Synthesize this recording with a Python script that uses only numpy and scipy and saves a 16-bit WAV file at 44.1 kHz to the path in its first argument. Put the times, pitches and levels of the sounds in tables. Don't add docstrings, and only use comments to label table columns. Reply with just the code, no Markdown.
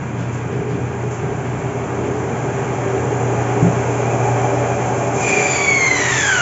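import sys
import numpy as np
from scipy import signal
from scipy.fft import rfft, irfft, next_fast_len
from scipy.io import wavfile
from scipy.ndimage import uniform_filter1d

SR = 44100
rng = np.random.default_rng(int(sys.argv[2]) if len(sys.argv) > 2 else 0)


def master(y):
    cut = np.clip(np.atleast_2d(y).T, -1, 1)
    pcm = np.round(cut * 32767)
    wavfile.write(sys.argv[1], SR, pcm.astype(np.int16))


N = 282681
TIME = np.arange(N) / SR
CUT_S, FULL_LOAD_S = 5.17, 6.41

# f/Hz, level/dB
HISS = [(2500, -13), (3600, -12), (4600, -13), (5500, -4), (6200, -1.5), (7000, 1.5), (7600, 0)]


def from_db(db):
    return 10 ** (np.asarray(db) / 20)


def rms_one(x):
    return x / np.sqrt(np.mean(x ** 2) + 1e-20)


def evened(x, size=2600):
    return x / np.sqrt(uniform_filter1d(x * x, size) + 1e-9)


def drift(rate_hz):
    step, settle = 40, 2000
    pole = np.exp(-2 * np.pi * rate_hz * step / SR)
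    white = rng.standard_normal(N // step + settle + 2)
    slow = signal.lfilter([1], [1, -2 * pole, pole * pole], white)[settle:]
    return np.interp(np.arange(N) / step, np.arange(len(slow)), rms_one(slow))


def turning(hz):
    return 2 * np.pi * (np.cumsum(hz) / SR + rng.random())


def noise(colour):
    size = next_fast_len(N, real=True)
    freqs = np.maximum(np.arange(size // 2 + 1) * SR / size, 1)
    hz, db = np.transpose(colour)
    beyond = np.maximum(1, np.maximum(hz[0] / freqs, freqs / hz[-1]))
    gain = from_db(np.interp(np.log(freqs), np.log(hz), db)) / beyond ** 4
    return rms_one(irfft(rfft(rng.standard_normal(size)) * gain, size)[:N])


def shaken(modes):
    out = np.zeros(N)
    for hz, width, db in modes:
        phase = 2 * np.pi * hz * TIME
        out += from_db(db) * (drift(width / 2) * np.cos(phase) + drift(width / 2) * np.sin(phase))
    return out


def swishes(rows):
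    out = np.zeros(N)
    for start, db, decay in rows:
        age = np.maximum(TIME - start, 0) / decay
        out += from_db(db) * 2 * (1 - np.exp(-np.pi * age)) * np.exp(-age)
    return out


def swells(rows):
    return sum(height * 0.5 ** ((2 * (TIME - peak) / length) ** 2) for peak, length, height in rows)


def ramp(start_s, length_s):
    return np.clip((TIME - start_s) / length_s, 0, 1)


def load():
    return ramp(CUT_S, FULL_LOAD_S - CUT_S)


def machine_level(ride):
    start_db, build_db, from_s, over_s, load_db = ride
    return start_db + build_db * ramp(from_s, over_s) + load_db * load()


def cut_level(ride):
    # peak t/s, length/s, strength/0-1
    squeals = [(5.33, .15, 0.2), (5.715, 0.12, 1.0), (5.875, 0.12, 0.9), (6.31, .08, .65),
               (6.41, 0.065, 0.5)]
    touch_db, bind_db, load_db, squeal_db = ride
    binding = ramp(start_s=5.43, length_s=0.052)
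    return touch_db + bind_db * binding + load_db * load() + squeal_db * swells(squeals)


def room(x, wet_db, t60_s=0.44):
    t = np.arange(SR // 2) / SR
    tail = rng.standard_normal(len(t)) * from_db(-60 * t / t60_s) * (t > .004)
    wet = from_db(wet_db)
    return (x + wet * signal.fftconvolve(x, tail / np.linalg.norm(tail))[:N]) / np.hypot(1, wet)


def motor(hum_hz, waver_db):
    # t/s, level/dB
    hum_ride = [(0, -36), (.15, -23.5), (.9, -27), (2.6, -26.5), (3.35, -20), (3.95, -21), (4.3, -19),
                (5.2, -25.5), (5.55, -37), (6.15, -27), (6.41, -44)]
    # f/Hz, level/dB, wander/Hz
    belt_tones = [(57.6, -52, 2), (88.7, -37.5, 1.4), (131.3, -33, 4)]
    hum_db = np.interp(TIME, *np.transpose(hum_ride)) - 1.8
    hum = from_db(hum_db + waver_db * drift(1.7)) * np.sin(turning(hum_hz + 0.47 * drift(4)))
    belt = sum(from_db(db + 2.7 * drift(6.8)) * np.sin(turning(hz + wander * drift(4)))
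               for hz, db, wander in belt_tones)
    return np.sqrt(2) * (hum + belt)


def cabinet_rumble():
    # f/Hz, level/dB
    colour = [(25, -47.5), (45, -32), (62, -10.5), (105, -8.5), (142, 2), (180, -1.5), (215, -2),
              (320, -4.5), (470, -8.5), (540, -16.5), (900, -40.5)]
    # start/dB, build/dB, from t/s, over/s, load/dB
    ride = (-27.5, 1.5, 1.0, 1, -6.5)
    # peak t/s, length/s, boost/dB
    shoves = [(.56, 0.089, 4.5), (1.27, 0.2, 2.5), (5.38, 0.14, 1.5)]
    return from_db(machine_level(ride) + swells(shoves) - 0.9) * noise(colour)


def cabinet_drone(drive_hz, unpushed_db):
    # f/Hz, width/Hz, level/dB
    modes = [(260.7, 12, -16.5), (292.2, 7.1, -6), (333, 3.7, -17.5), (350, 12, -8.5), (396.6, 10.4, -4),
             (417.3, 9.9, -4), (431, 8.4, -7.5), (466.7, 16, -8.5)]
    # start/dB, build/dB, from t/s, over/s, load/dB
    ride = (-31.5, 7.5, 0.5, 3, -7.5)
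    # peak t/s, length/s, boost/dB
    surges = [(.62, 0.26, 6), (1.2, .15, 3.5), (2.1, 0.23, 6), (3.0, 0.26, 6), (5.38, 0.15, 5.5),
              (6.0, 0.1, 7.5)]
    pushed = ramp(start_s=0.45, length_s=0.077)
    level_db = machine_level(ride) + swells(surges) + unpushed_db * (1 - pushed) - 1.5
    drive_gain = np.sqrt(2) * from_db(-5 + 0.25 * drift(8.6))
    drive = drive_gain * np.sin(turning(drive_hz + 2.0 * drift(5.2)))
    return from_db(level_db) * (drive + from_db(-2.0) * shaken(modes))


def panel_rattle():
    # f/Hz, width/Hz, level/dB
    modes = [(573, 20, -9), (598, 6, -12), (678.3, 6.6, -11), (732, 34, -15.5), (747, 4.9, -9.5),
             (769.4, 7.2, -17.5), (804, 6.1, -15), (851, 33, -18.5), (837.5, 16, -12.5)]
    # f/Hz, level/dB
    colour = [(300, -20), (480, 0.5), (580, -2.5), (720, 0.5), (860, -1), (1000, -11.5), (1300, -11.5),
              (2500, -42)]
    # start/dB, build/dB, from t/s, over/s, load/dB
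    ride = (-36.5, 15, -0.3, 4.5, -10.5)
    ring_ride = (-5, 7, 2.5, 2.5, -2)
    ring = from_db(machine_level(ring_ride))
    rattle = (ring * rms_one(shaken(modes)) + noise(colour)) / np.hypot(1, ring)
    return from_db(machine_level(ride) - 0.17) * rattle


def wheel_throb(wheel_hz, once, twice):
    turn = turning(wheel_hz * (1 + 0.033 * drift(1.5)))
    return 1 + once * np.sin(turn) + twice * np.sin(2 * turn)


def table_bumps(contact_hz):
    # t/s, level/dB
    bumps = [(.185, -19), (.43, -26), (0.714, -14), (3.625, -3), (3.643, -14)]
    # f/Hz, level/dB, t60/s
    modes = [(148.5, -3.5, 0.12), (172.6, -5, 0.19), (261, -4.5, 0.088)]
    blows, boom = np.zeros(N), np.zeros(N)
    for start, db in bumps:
        blows[int(start * SR)] = from_db(db)
    blows = signal.sosfilt(signal.butter(3, contact_hz, fs=SR, output="sos"), blows + 1e-18)
    for hz, db, t60 in modes:
        radius, angle = from_db(-60 / (t60 * SR)), 2 * np.pi * hz / SR
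        boom += from_db(db) * signal.lfilter([1, -1], [1, -2 * radius * np.cos(angle), radius ** 2], blows)
    return room(boom, wet_db=0) * from_db(2.0)


def meat_scuffs():
    # t/s, level/dB, decay/s
    scuffs = [(.17, -45.5, 0.078), (.32, -51.5, 0.08), (.51, -50.5, 0.063), (.68, -46.5, .07)]
    # f/Hz, level/dB
    colour = [(1500, -10), (3000, 6), (4600, 1), (5800, 0.5), (7500, -10.5)]
    return swishes(scuffs) * noise(colour)


def running_blade(flicker_db):
    # f/Hz, level/dB
    rub_colour = [(600, -16.5), (950, -2), (1180, -3.5), (1340, -4.5), (1560, -5), (1950, -9), (2200, -5.5),
                  (2430, -9.5), (2650, -11.5), (2850, -15.5), (3400, -20), (4200, -23), (7500, -33.5)]
    # f/Hz, width/Hz, level/dB
    guide_modes = [(955, 62, -9), (1095, 35, -12), (1208, 27, -14.5), (1436, 23, -16.5), (1503, 70, -15),
                   (1608, 11, -14.5), (1639, 16, -16), (1784, 26, -17.5), (1952, 97, -18.5),
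                   (2760, 24, -24), (3160, 76, -26)]
    blade_modes = [(2362, 48, -6), (2355, 25, -9), (2447, 35, -6), (2580, 26, -12)]
    # start/dB, build/dB, from t/s, over/s, load/dB
    rub_ride = (-36, 5.5, 0.7, 3, 0.5)
    sing_ride = (-46, 7.5, 2.2, 2.5, 0.5)
    hiss_ride = (-49.5, 11.5, 0.52, 3.5, 8.5)
    # peak t/s, length/s, boost/dB
    sing_swells = [(2.4, 0.18, 5), (4.12, .4, 6.5)]
    # t/s, level/dB, decay/s
    brushes = [(.18, -60.5, 0.035), (.32, -50.5, 0.038), (1.108, -44.5, 0.03), (1.138, -55, 0.036)]
    rub_gain = from_db(machine_level(rub_ride) + flicker_db * drift(9.9))
    rub = rub_gain * (from_db(-0.9) * noise(rub_colour) + shaken(guide_modes))
    singing = from_db(machine_level(sing_ride) + swells(sing_swells) - 1.0) * shaken(blade_modes)
    hiss_gain = from_db(machine_level(hiss_ride) + 0.2 + flicker_db * drift(20)) + swishes(brushes)
    return rub + singing + hiss_gain * noise(HISS)


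def whine(tooth_phase, chatter_db, scatter_hz):
    # multiple of the tooth rate, level/dB
    partials = [(.5, -13), (1, 1.5), (1.5, -17), (2, -10), (2.5, -33), (3, -11), (4, -25.5), (5, -21.5)]
    # first touch/dB, bind/dB, load/dB, squeal/dB
    rough_ride = (0, 0.5, -1.5, -10.5)
    strain_ride = (-11, 13, 1, -8.5)
    screech_ride = (4, 6.5, -17, -6.5)
    rough = from_db(cut_level(rough_ride))
    strain_db, screech_db = cut_level(strain_ride), cut_level(screech_ride)
    out = np.zeros(N)
    for order, db in partials:
        phase = order * tooth_phase + 2 * np.pi * rng.random()
        skirt = (drift(scatter_hz) * np.cos(phase) + drift(scatter_hz) * np.sin(phase)) / np.sqrt(2)
        extra_db = screech_db * (order > 1) if order % 2 == 1 else strain_db
        out += from_db(db + extra_db + chatter_db * drift(32)) * (np.sin(phase) + rough * skirt)
    return out / np.hypot(1, rough)


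def bone_cut(free_tooth_hz, sag_hz, jitter, sway, grit_db, bite):
    # f/Hz, level/dB
    rasp_colour = [(500, -14), (1000, 7.5), (1600, 8), (2300, 15.5), (2750, 2.5), (3250, 3.5), (3700, 0),
                   (4600, 3.5), (6000, -11.5), (7600, -16)]
    # first touch/dB, bind/dB, load/dB, squeal/dB
    whine_ride = (-21, -1.5, 2.5, 7)
    rasp_ride = (-35.5, -1, 6, -6.5)
    spray_ride = (-26, -4, 7, -5)
    # peak t/s, length/s, boost/dB
    bursts = [(5.54, 0.12, 0.5), (6.23, .12, 3.5)]
    attack_s, flesh_lead_s = 0.13, 0.071
    in_bone, in_flesh = ramp(CUT_S, attack_s), ramp(CUT_S - flesh_lead_s, attack_s)
    tooth_hz = free_tooth_hz - sag_hz * load() ** 2.2
    tooth_phase = turning(tooth_hz * (1 + jitter * drift(244) + sway * drift(25)))
    beating = room(whine(tooth_phase, chatter_db=1.5, scatter_hz=140), wet_db=-3.5)
    scream = from_db(cut_level(whine_ride) + 0.5) * evened(beating)
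    chips = rms_one((1 + bite * np.cos(tooth_phase)) * from_db(grit_db * drift(40)))
    rasp = from_db(cut_level(rasp_ride) + 7.5) * noise(rasp_colour)
    spray = from_db(cut_level(spray_ride) - 3.0 + swells(bursts)) * noise(HISS)
    return in_bone * (scream + chips * rasp) + in_flesh * chips * spray


def scene():
    housing = cabinet_rumble() + cabinet_drone(drive_hz=389.4, unpushed_db=-10.5) + panel_rattle()
    housing *= wheel_throb(wheel_hz=12.7, once=0.063, twice=0.062)
    handling = table_bumps(contact_hz=210) + meat_scuffs()
    cut = bone_cut(free_tooth_hz=2392, sag_hz=999.6, jitter=0.009, sway=.006, grit_db=0.95, bite=0.14)
    hum = motor(hum_hz=120.4, waver_db=0.45)
    return (hum + housing + running_blade(flicker_db=.5) + handling + cut)[None]


def record(dry):
    cutoff_hz = 7620
    size = next_fast_len(N + SR, real=True)
    freqs = np.arange(size // 2 + 1) * SR / size
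    hollow_db = np.interp(freqs, [3515, 3516, 5845, 5846], [0, -5.4, -3.0, 2.5])
    top = np.clip((cutoff_hz - freqs) / 110, 0, 1)
    return irfft(rfft(dry, size) * from_db(hollow_db) * top, size)[:, :N]


dry = scene()
out = record(dry)
master(out)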